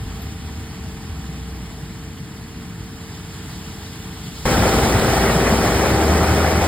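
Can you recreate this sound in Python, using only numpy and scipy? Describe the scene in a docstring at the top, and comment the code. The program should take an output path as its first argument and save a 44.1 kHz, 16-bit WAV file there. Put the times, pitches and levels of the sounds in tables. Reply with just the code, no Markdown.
"""Fan hum and a distant rumble come first, with one insect chirp: a tracked combine harvests rice far off.
Abruptly the same machine is close alongside, its engine tones swelling and its track drive speeding up.
Rotating parts (diesel, fans, shafts, gears, track links) are unsteady sines at their turning rates.
Rumble, thresher clatter and straw hiss are coloured noise, modulated by the machine's rhythms;
wads of crop add damped low thuds. Frequency-dependent phase and likeness spread the noise in stereo."""
import sys
import numpy as np
from scipy import signal
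from scipy.fft import rfft, irfft
from scipy.io import wavfile
from scipy.ndimage import uniform_filter1d

SR = 44100
rng = np.random.default_rng(int(sys.argv[2]) if len(sys.argv) > 2 else 0)


def log_audio(samples):
    """Write samples as a 16-bit WAV file to the path given in sys.argv[1]."""
    # one column per channel
    frames = np.atleast_2d(samples).T
    # limit to full scale, then quantise
    limited = np.clip(frames, -1, 1)
    pcm = np.round(limited * 32767).astype(np.int16)
    wavfile.write(sys.argv[1], SR, pcm)


N = 294147
TIME = np.arange(N) / SR  # s
BINS = np.maximum(np.arange(N // 2 + 1) * SR / N, 1)  # Hz, kept above zero for logarithms
CLOSE_FROM_S = 4.4535


def from_db(db):
    """Level definition: decibels to amplitude gain."""
    return np.exp(np.asarray(db) * (np.log(10) / 20))


def rms_one(x):
    """Power normalisation: scale to unit mean square."""
    return x / np.sqrt(np.mean(x ** 2) + 1e-20)


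def in_time(rows):
    """Linear interpolation: each column of a time table at every sample."""
    s, *columns = np.transpose(rows)
    return [np.interp(TIME, s, column) for column in columns]


def over_hz(points):
    """Logarithmic pitch scale: a frequency table at every bin."""
    hz, value = np.transpose(points)
    return np.interp(np.log(BINS), np.log(hz), value)


def ramp(start_s, length_s):
    """Linear transition: a steady move from 0 to 1."""
    return np.clip((TIME - start_s) / length_s, 0, 1)


def bell(peak_s, width_s):
    """Gaussian envelope: a smooth swell from 0 to 1 and back."""
    return np.exp(-((TIME - peak_s) / width_s) ** 2)


def drift(rate_hz):
    """Low-pass random fluctuation: smooth chance of unit rms, computed at every 40th sample."""
    pole = np.exp(-80 * np.pi * rate_hz / SR)
    chance = rng.standard_normal(N // 40 + 2002)
    slow = signal.lfilter([1], [1, -2 * pole, pole * pole], chance)[2000:]  # skip the settling
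    return np.interp(np.arange(N) / 40, np.arange(len(slow)), rms_one(slow))


def below(hz):
    """Butterworth magnitude: gain of a steep low-pass at every bin."""
    return 1 / np.sqrt(1 + (BINS / hz) ** 16)


def above(hz):
    """Power complement: the high-pass that matches below()."""
    return np.sqrt(1 - below(hz) ** 2)


def turns(per_s):
    """Angle as the integral of speed: revolutions so far, from a chance starting angle."""
    return np.cumsum(per_s * np.ones(N)) / SR + rng.random()


def tone(angle, db, waver_db, jitter):
    """Periodic radiation of a rotating part: load and moving air shake its level and phase [rad]."""
    phase = 2 * np.pi * (angle - np.floor(angle) + rng.random()) + jitter * drift(6.9)
    level_db = db + waver_db * drift(2.1)
    return np.sqrt(2) * from_db(level_db) * np.sin(phase.astype(np.float32))


def impacts(per_s, spread_db):
    """Poisson-like impulses: two independent showers of knocks, with a capped tail of harder ones."""
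    hit = rng.random((2, N)) < per_s / SR
    strength = rng.exponential(1, (2, N))[hit]
    sign = np.sign(rng.random((2, N))[hit] - .5)
    out = np.zeros((2, N))
    out[hit] = sign * from_db(spread_db * np.minimum(strength, 4))
    return rms_one(out)


def patchy(noise, patchy_db):
    """Time-frequency modulation: random brief swells in narrow bands make the noise patchy."""
    cells = signal.stft(noise.astype(np.float32), nperseg=256)[2]
    chance = rng.standard_normal(cells.shape[1:]).astype(np.float32)
    over_bands = uniform_filter1d(chance, size=2, axis=0)
    patches = uniform_filter1d(over_bands, size=9, axis=1)
    gain = from_db(patchy_db * rms_one(patches)).astype(np.float32)
    return signal.istft(cells * gain)[1][:, :N]


# Stereo phase: (frequency [Hz], lead of the left channel [rad])
STEREO_PHASE = [(300, -.15), (1000, -.35), (1850, 0), (2240, 1.8), (2500, 2.3), (2760, 2.2), (3010, .2),
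                (3620, .2), (4390, .6), (5080, 1.6), (5550, 3.12), (6400, 3.16), (7600, 6.25), (8850, 6.3),
                (9500, 8.3), (9800, 6.4), (11200, 7.4), (11800, 9.3), (12500, 9.5), (13700, 12.55),
                (15100, 12.6), (15700, 14.6)]
# Stereo likeness: (frequency [Hz], share common to left and right [0 to 1])
STEREO_LIKENESS = [(100, .98), (700, .95), (1050, .89), (1700, .99), (3000, .5), (4800, .42), (5300, .65),
                   (5600, .999), (6400, .999), (6700, .5), (7700, .99), (8800, .99), (9100, .5),
                   (11300, .4), (12100, .8), (13000, .35), (13900, .99), (15100, .99), (15500, .3)]


def stereo_response(balance):
    """Interchannel coherence: gains for a share common to left and right, and for one that differs."""
    alike, sides = over_hz(STEREO_LIKENESS), np.array([[1], [-1]])
    turn = np.exp(.5j * sides * over_hz(STEREO_PHASE)) * from_db(sides * over_hz(balance) / 2)
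    return np.sqrt(1 + alike) * turn, sides * np.sqrt(1 - alike) * turn


def in_stereo(pair, colour, lean):
    """Superposition: colour two unrelated signals and blend them into left and right, at unit rms."""
    common, apart = rfft(pair.astype(np.float32)) * colour
    blend = lean[0] * common + lean[1] * apart
    return rms_one(irfft(blend.astype(np.complex64), N))


def insect(start_s, hz, width_hz, db):
    """Narrow-band noise: one short, very high rasp in the rice, strongest in its middle."""
    swell = np.interp(TIME - start_s, [0, .008, .028, .033, .046, .051, .085, .095],
                      [0, .3, .3, 1, 1, .25, .2, 0])
    band = np.exp(-((BINS - hz) / width_hz) ** 2)
    rasp = irfft(rfft(rng.standard_normal((2, N))) * band, N)
    return from_db(db) * swell * rms_one(rasp) * from_db([[0], [-4]])  # right 4 dB weaker


# Far cooling fan, sagging once under load and recovering: (time [s], blade rate [Hz])
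FAN_SPEED = [(0, 448.5), (.6, 449.3), (.87, 446), (1.3, 451), (1.9, 452.8), (2.5, 450.2), (4.4, 449.6)]
FAN_DB = -50


def fans():
    """Blade-passing tones: the cooling fan, and a slower blower off the same belt."""
    fan_hz = in_time(FAN_SPEED)[0]
    fan = tone(turns(fan_hz), FAN_DB, waver_db=0.1, jitter=0.11)
    blower = tone(turns(fan_hz * 10 / 11), FAN_DB - 6.5, waver_db=1, jitter=.4)
    return fan + blower


# Far belt-driven shafts: (frequency [Hz], level [dB rms])
SHAFTS = [(88.5, -44.5), (100, -52), (154.5, -47.5), (177, -46.5)]


def shafts():
    """Rotational tones: each belt-driven shaft hums at its own unsteady pitch."""
    return sum(tone(turns(hz), db, waver_db=2.0, jitter=0.96) for hz, db in SHAFTS)


# The whine drops out as the load comes on: (time [s], half-width [s], loss [dB])
WHINE_DROP = (0.73, 0.049, 11)
WHINE_DB, WHINE_HOLD_S, WHINE_FADE_S, WHINE_REST_DB = -52.5, 1.47, .55, -62


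def far_gear_whine(cycle):
    """Engine-locked whine: the 34th multiple of the cycle holds, then fades to a faint rest."""
    drop_s, drop_width_s, drop_db = WHINE_DROP
    whine_db = WHINE_DB + (WHINE_REST_DB - WHINE_DB) * ramp(WHINE_HOLD_S, WHINE_FADE_S)
    whine_db = whine_db - drop_db * bell(drop_s, drop_width_s)
    return tone(34 * cycle, whine_db, waver_db=1, jitter=.3)


def near_gear_whine():
    """Rotational tone: close by, a gear whines at a fixed mean pitch with a shaken phase."""
    return tone(turns(1324), db=-47, waver_db=3.0, jitter=0.48)


def track_rumble(colour, lean, throb_depth):
    """Amplitude modulation: low noise throbs at a slightly wandering rate."""
    throb = 1 + throb_depth * np.cos(2 * np.pi * turns(37.3 + 2 * drift(3)))
    return in_stereo(rng.standard_normal((2, N)) * throb, colour * below(480), lean)


def thresher_clatter(cycle, colour, lean, knock, grain):
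    """Impact noise: small knocks in mid-band noise, stressed at four firings per engine cycle."""
    firing = 1 + knock * np.cos(2 * np.pi * 4 * cycle)
    clatter = rng.standard_normal((2, N)) + grain * impacts(per_s=800, spread_db=2.5)
    band = above(480) * below(2700)
    return in_stereo(patchy(clatter, patchy_db=1.03) * firing, colour * band, lean)


def straw_hiss(straw_colour, lean, chop, grain):
    """Rhythmic modulation: crackling high noise as drum and chopper knives strike the stalks."""
    drum = np.cos(2 * np.pi * turns(42.3))
    knives = np.cos(2 * np.pi * turns(118 + drift(2)))
    crackle = rng.standard_normal((2, N)) + grain * impacts(per_s=3600, spread_db=0.5)
    struck = patchy(crackle, patchy_db=1.5) * (1 + chop * (drum + knives))
    return in_stereo(struck, from_db(over_hz(straw_colour)) * above(2700), lean)


def running_noise(cycle, levels, body, straw_colour, balance, throb_depth, knock, chop, surge_db, grain):
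    """Superposed noise sources: the uneven feed of crop swells thresher and straw together."""
    rumble_db, thresher_db, straw_db = levels
    colour, lean = from_db(over_hz(body)), stereo_response(balance)
    rumble = from_db(rumble_db) * track_rumble(colour, lean, throb_depth)
    thresher = from_db(thresher_db) * thresher_clatter(cycle, colour, lean, knock, grain)
    straw = from_db(straw_db) * straw_hiss(straw_colour, lean, chop, grain)
    feed = from_db(surge_db * drift(13.5))
    return rumble + feed * (thresher + straw)


# Rows are rumble, thresher, straw: (starting level [dB], loss by the end of the retreat [dB])
FAR_LEVELS = [(-32.5, 2.5), (-42, 3), (-43.5, 2.5)]
RETREAT_S = 3
# Swells towards the end of the row: (start [s], rise [s], thresher gain [dB], straw gain [dB])
ROW_END_SWELLS = [(2.75, 0.67, 2.5, 4.5), (4.1, 0.32, .3, 3)]


def far_levels():
    """Distance loss: rumble, thresher and straw sink, then the crop noise swells."""
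    rumble, thresher, straw = (db - loss_db * ramp(0, RETREAT_S) for db, loss_db in FAR_LEVELS)
    for start_s, rise_s, thresher_db, straw_db in ROW_END_SWELLS:
        thresher = thresher + thresher_db * ramp(start_s, rise_s)
        straw = straw + straw_db * ramp(start_s, rise_s)
    return rumble, thresher, straw


# Far colour of rumble and thresher: (frequency [Hz], relative density [dB])
FAR_BODY = [(20, -83), (30, -78), (41, -60), (56, -54), (85, -54), (120, -54.5), (185, -55.5), (254, -59.5),
            (320, -66.5), (360, -69.5), (440, -68.5), (485, -81.5), (570, -80.5), (680, -77), (822, -75.5),
            (1440, -78), (2740, -78.5)]
# Far colour of straw: (frequency [Hz], relative density [dB])
FAR_STRAW = [(2710, -80), (3410, -79), (3860, -81), (5310, -81), (6410, -85), (7210, -82.5), (8710, -89),
             (9440, -86), (9760, -90), (12510, -89.5), (15690, -94)]
# Far side balance: (frequency [Hz], left minus right [dB])
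FAR_BALANCE = [(100, .5), (400, 1.0), (600, -1.3), (1200, -1.7), (1700, 0)]


def far_noise(cycle):
    """Ground absorption: soft ground swallows the band around 500 Hz of the running noise."""
    return running_noise(cycle, far_levels(), FAR_BODY, FAR_STRAW, FAR_BALANCE,
                         throb_depth=.2, knock=.03, chop=.025, surge_db=0.4, grain=0.38)


# Rows are rumble, thresher, straw as the machine goes by: (starting level [dB], loss [dB/s])
NEAR_LEVELS = [(-20.5, 0.53), (-20, 0.6), (-26.5, 1.33)]
# Harder rumble as the machine draws level: (peak time [s], half-width [s], gain [dB])
RUMBLE_SURGE = (4.73, 0.3, 1.5)
# Harder clatters in the thresher: (time [s], gain above the running level [dB])
CLATTERS = [(4.493, 1.5), (4.652, 1.5), (4.736, 0.5), (4.967, 1.5), (5.302, 2.5), (5.471, 2.5), (5.863, 1)]
CLATTER_WIDTH_S = 0.0087


def near_levels():
    """Passing-source levels: all three ease steadily; the rumble surges and the thresher clatters."""
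    rumble, thresher, straw = (db - loss_db * (TIME - CLOSE_FROM_S) for db, loss_db in NEAR_LEVELS)
    peak_s, width_s, surge_db = RUMBLE_SURGE
    clatter_db = sum(db * bell(s, CLATTER_WIDTH_S) for s, db in CLATTERS)
    return rumble + surge_db * bell(peak_s, width_s), thresher + clatter_db, straw


# Close colour of rumble and thresher: (frequency [Hz], relative density [dB])
NEAR_BODY = [(27, -68.5), (41, -55), (59, -43), (100, -43), (135, -44), (170, -44), (232, -44.5),
             (332, -48.5), (432, -48), (605, -50), (805, -49.5), (945, -56), (1260, -54.5), (1890, -58.5),
             (2290, -57.5), (2810, -62.5)]
# Close colour of straw: (frequency [Hz], relative density [dB])
NEAR_STRAW = [(2710, -65.5), (3010, -64), (4610, -67), (5310, -63.5), (7010, -68.5), (8710, -70),
              (9440, -69.5), (9760, -73.5), (12510, -73.5), (15690, -76)]
# Close side balance: (frequency [Hz], left minus right [dB])
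NEAR_BALANCE = [(100, 0), (380, 1.0), (700, 3.2), (1500, .5), (2500, 1.2), (3300, -2.8), (4700, -4.2),
                (5400, 0)]


def near_noise(cycle):
    """Spectral shaping: close by, the running noise takes its own colour and side balance."""
    return running_noise(cycle, near_levels(), NEAR_BODY, NEAR_STRAW, NEAR_BALANCE,
                         throb_depth=0.17, knock=0.032, chop=0.034, surge_db=0.6, grain=0.5)


# Wads of crop in the threshing drum: (start [s], envelope peak [dB], pitch [Hz])
THUDS = [(0.02, -23.5, 106), (0.067, -22, 87.4), (.25, -26, 86), (.573, -29, 107), (.628, -27, 82),
         (1.096, -24, 87), (1.287, -21, 150), (1.532, -27, 91), (1.826, -26, 148), (2.202, -25, 138),
         (2.387, -30, 123), (2.946, -32, 87), (4.274, -26, 145), (4.59, -13.5, 98), (4.67, -13, 70),
         (4.83, -12.5, 94), (4.946, -12.5, 110), (5.0, -17, 62), (5.083, -13, 114), (5.171, -16, 187),
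         (5.356, -11, 152), (5.52, -13, 205), (5.659, -10.5, 106), (5.94, -14, 108), (6.308, -13.5, 120),
         (6.549, -16.5, 101)]
THUD_RISE_S = 0.0068


def thuds():
    """Damped oscillation: each wad gives the drum housing a low throb that dies in a few cycles."""
    out, age = np.zeros(N + SR), np.arange(SR // 5) / SR
    swell = age / THUD_RISE_S * np.exp(1 - age / THUD_RISE_S)
    for s, db, hz in THUDS:
        start = max(int(s * SR), 0)
        out[start:start + len(age)] += from_db(db) * swell * np.sin(2 * np.pi * hz * age)
    return out[:N]


def tracks(link_hz, link_db):
    """Link-passing tone: the track hum rises and falls with the speed over the ground."""
    return tone(turns(link_hz), link_db, waver_db=1.5, jitter=0.1)


# Links passing the sprocket far off: (time [s], link rate [Hz], level [dB rms])
FAR_TRACK = [(0, 56, -37.5), (.15, 55, -35), (.25, 74, -34), (.7, 75, -36.5), (.9, 69, -40), (1.5, 63, -34),
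             (2.4, 53, -61), (4.4, 61, -45)]


def far_tracks():
    """Speed-following tone: the distant track hum glides between table points."""
    return tracks(*in_time(FAR_TRACK))


SHIFT_AT_S, SHIFT_S = 5.66, 0.457
SLOW_LINKS_HZ, FAST_LINKS_HZ = 60.1, 77.7
SLOW_TRACK_DB, FAST_TRACK_DB = -25.5, -22


def near_tracks():
    """Speed-following tone: the drive shifts once from slow to fast, and its hum grows."""
    shift = ramp(SHIFT_AT_S, SHIFT_S)
    link_hz = SLOW_LINKS_HZ + shift * (FAST_LINKS_HZ - SLOW_LINKS_HZ)
    link_db = SLOW_TRACK_DB + shift * (FAST_TRACK_DB - SLOW_TRACK_DB)
    return tracks(link_hz, link_db)


def diesel(cycle, orders, waver_db, jitter):
    """Engine orders: unequal cylinders sound multiples of the four-stroke cycle, high ones least steady."""
    return sum(tone(round(k) * cycle, db, waver_db, jitter * k) for k, db in orders)


# Far engine tones: (multiple of the cycle rate [1], level [dB rms])
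FAR_ORDERS = [(4, -56), (6, -51.5), (8, -50.5), (13, -63), (14, -50), (17, -71), (28, -74), (32, -68)]


def far_diesel(cycle):
    """Harmonic series: the distant engine's tones, nearly steady in level."""
    return diesel(cycle, FAR_ORDERS, waver_db=-0.1, jitter=0.0073)


# Engine tones that swell as the flank goes by: (multiple of the cycle rate [1], peak [s], level [dB rms])
PASSING = [(10, 5.24, -28.5), (14, 6.15, -28.5), (17, 5.6, -26.5), (18, 6, -31.5), (20, 5.4, -29),
           (34, 4.4, -30.5), (34, 6.36, -32)]
PASSING_WIDTH_S, PASSING_DEPTH_DB = 0.83, 9.5


def passing_orders():
    """Passing-source envelope: each tone swells and sinks along a bell; the strongest swell leads."""
    levels = {}
    for k, s, db in PASSING:
        swell_db = db - PASSING_DEPTH_DB * (1 - bell(s, PASSING_WIDTH_S))
        levels[round(k)] = np.maximum(levels.get(round(k), swell_db), swell_db)
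    return levels.items()


# Close engine tones: (multiple of the cycle rate [1], level before side balance [dB rms])
NEAR_ORDERS = [(4, -33.5), (6, -36.5), (8, -36), (16, -37.5), (22, -37), (28, -36.5), (39, -42), (85, -48)]


def near_diesel(cycle):
    """Harmonic series: constant mean levels for some engine tones, passing swells for others."""
    steady = diesel(cycle, NEAR_ORDERS, waver_db=2.0, jitter=0.0094)
    return steady + diesel(cycle, passing_orders(), waver_db=1.34, jitter=0.0065)


# Far engine, sagging once under load and recovering: (time [s], four-stroke cycle rate [Hz])
FAR_SPEED = [(0, 22.98), (.6, 23.03), (.76, 22.91), (1.1, 22.92), (1.6, 23.04), (4.4, 23.02)]


def far_off():
    """Tonal prominence: down the field, hums stand out of the rumble."""
    cycle = turns(in_time(FAR_SPEED)[0])
    hums = fans() + shafts() + far_gear_whine(cycle) + far_diesel(cycle)
    chirp = insect(start_s=.187, hz=13180, width_hz=740, db=-41.5)
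    return chirp + far_noise(cycle) + far_tracks() + hums


def alongside():
    """Source proximity: engine tones are strong and the track hum climbs as the machine gathers speed."""
    cycle = turns(23.01)  # four-stroke cycles per s, held steady by the governor
    engine_and_gear = near_diesel(cycle) + near_gear_whine()
    return near_noise(cycle) + near_tracks() + engine_and_gear * from_db([[.65], [-.65]])


def scene():
    """Superposition with a 1 ms crossfade: one machine from two places, one after the other."""
    close = ramp(CLOSE_FROM_S, .001)
    return (1 - close) * far_off() + close * alongside() + thuds()


def record(dry):
    """Band limitation: an elliptic low-pass cuts the top steeply above 15800 Hz."""
    return signal.sosfilt(signal.ellip(12, .1, 90, 15800, fs=SR, output="sos"), dry)


dry = scene()
out = record(dry)
log_audio(out)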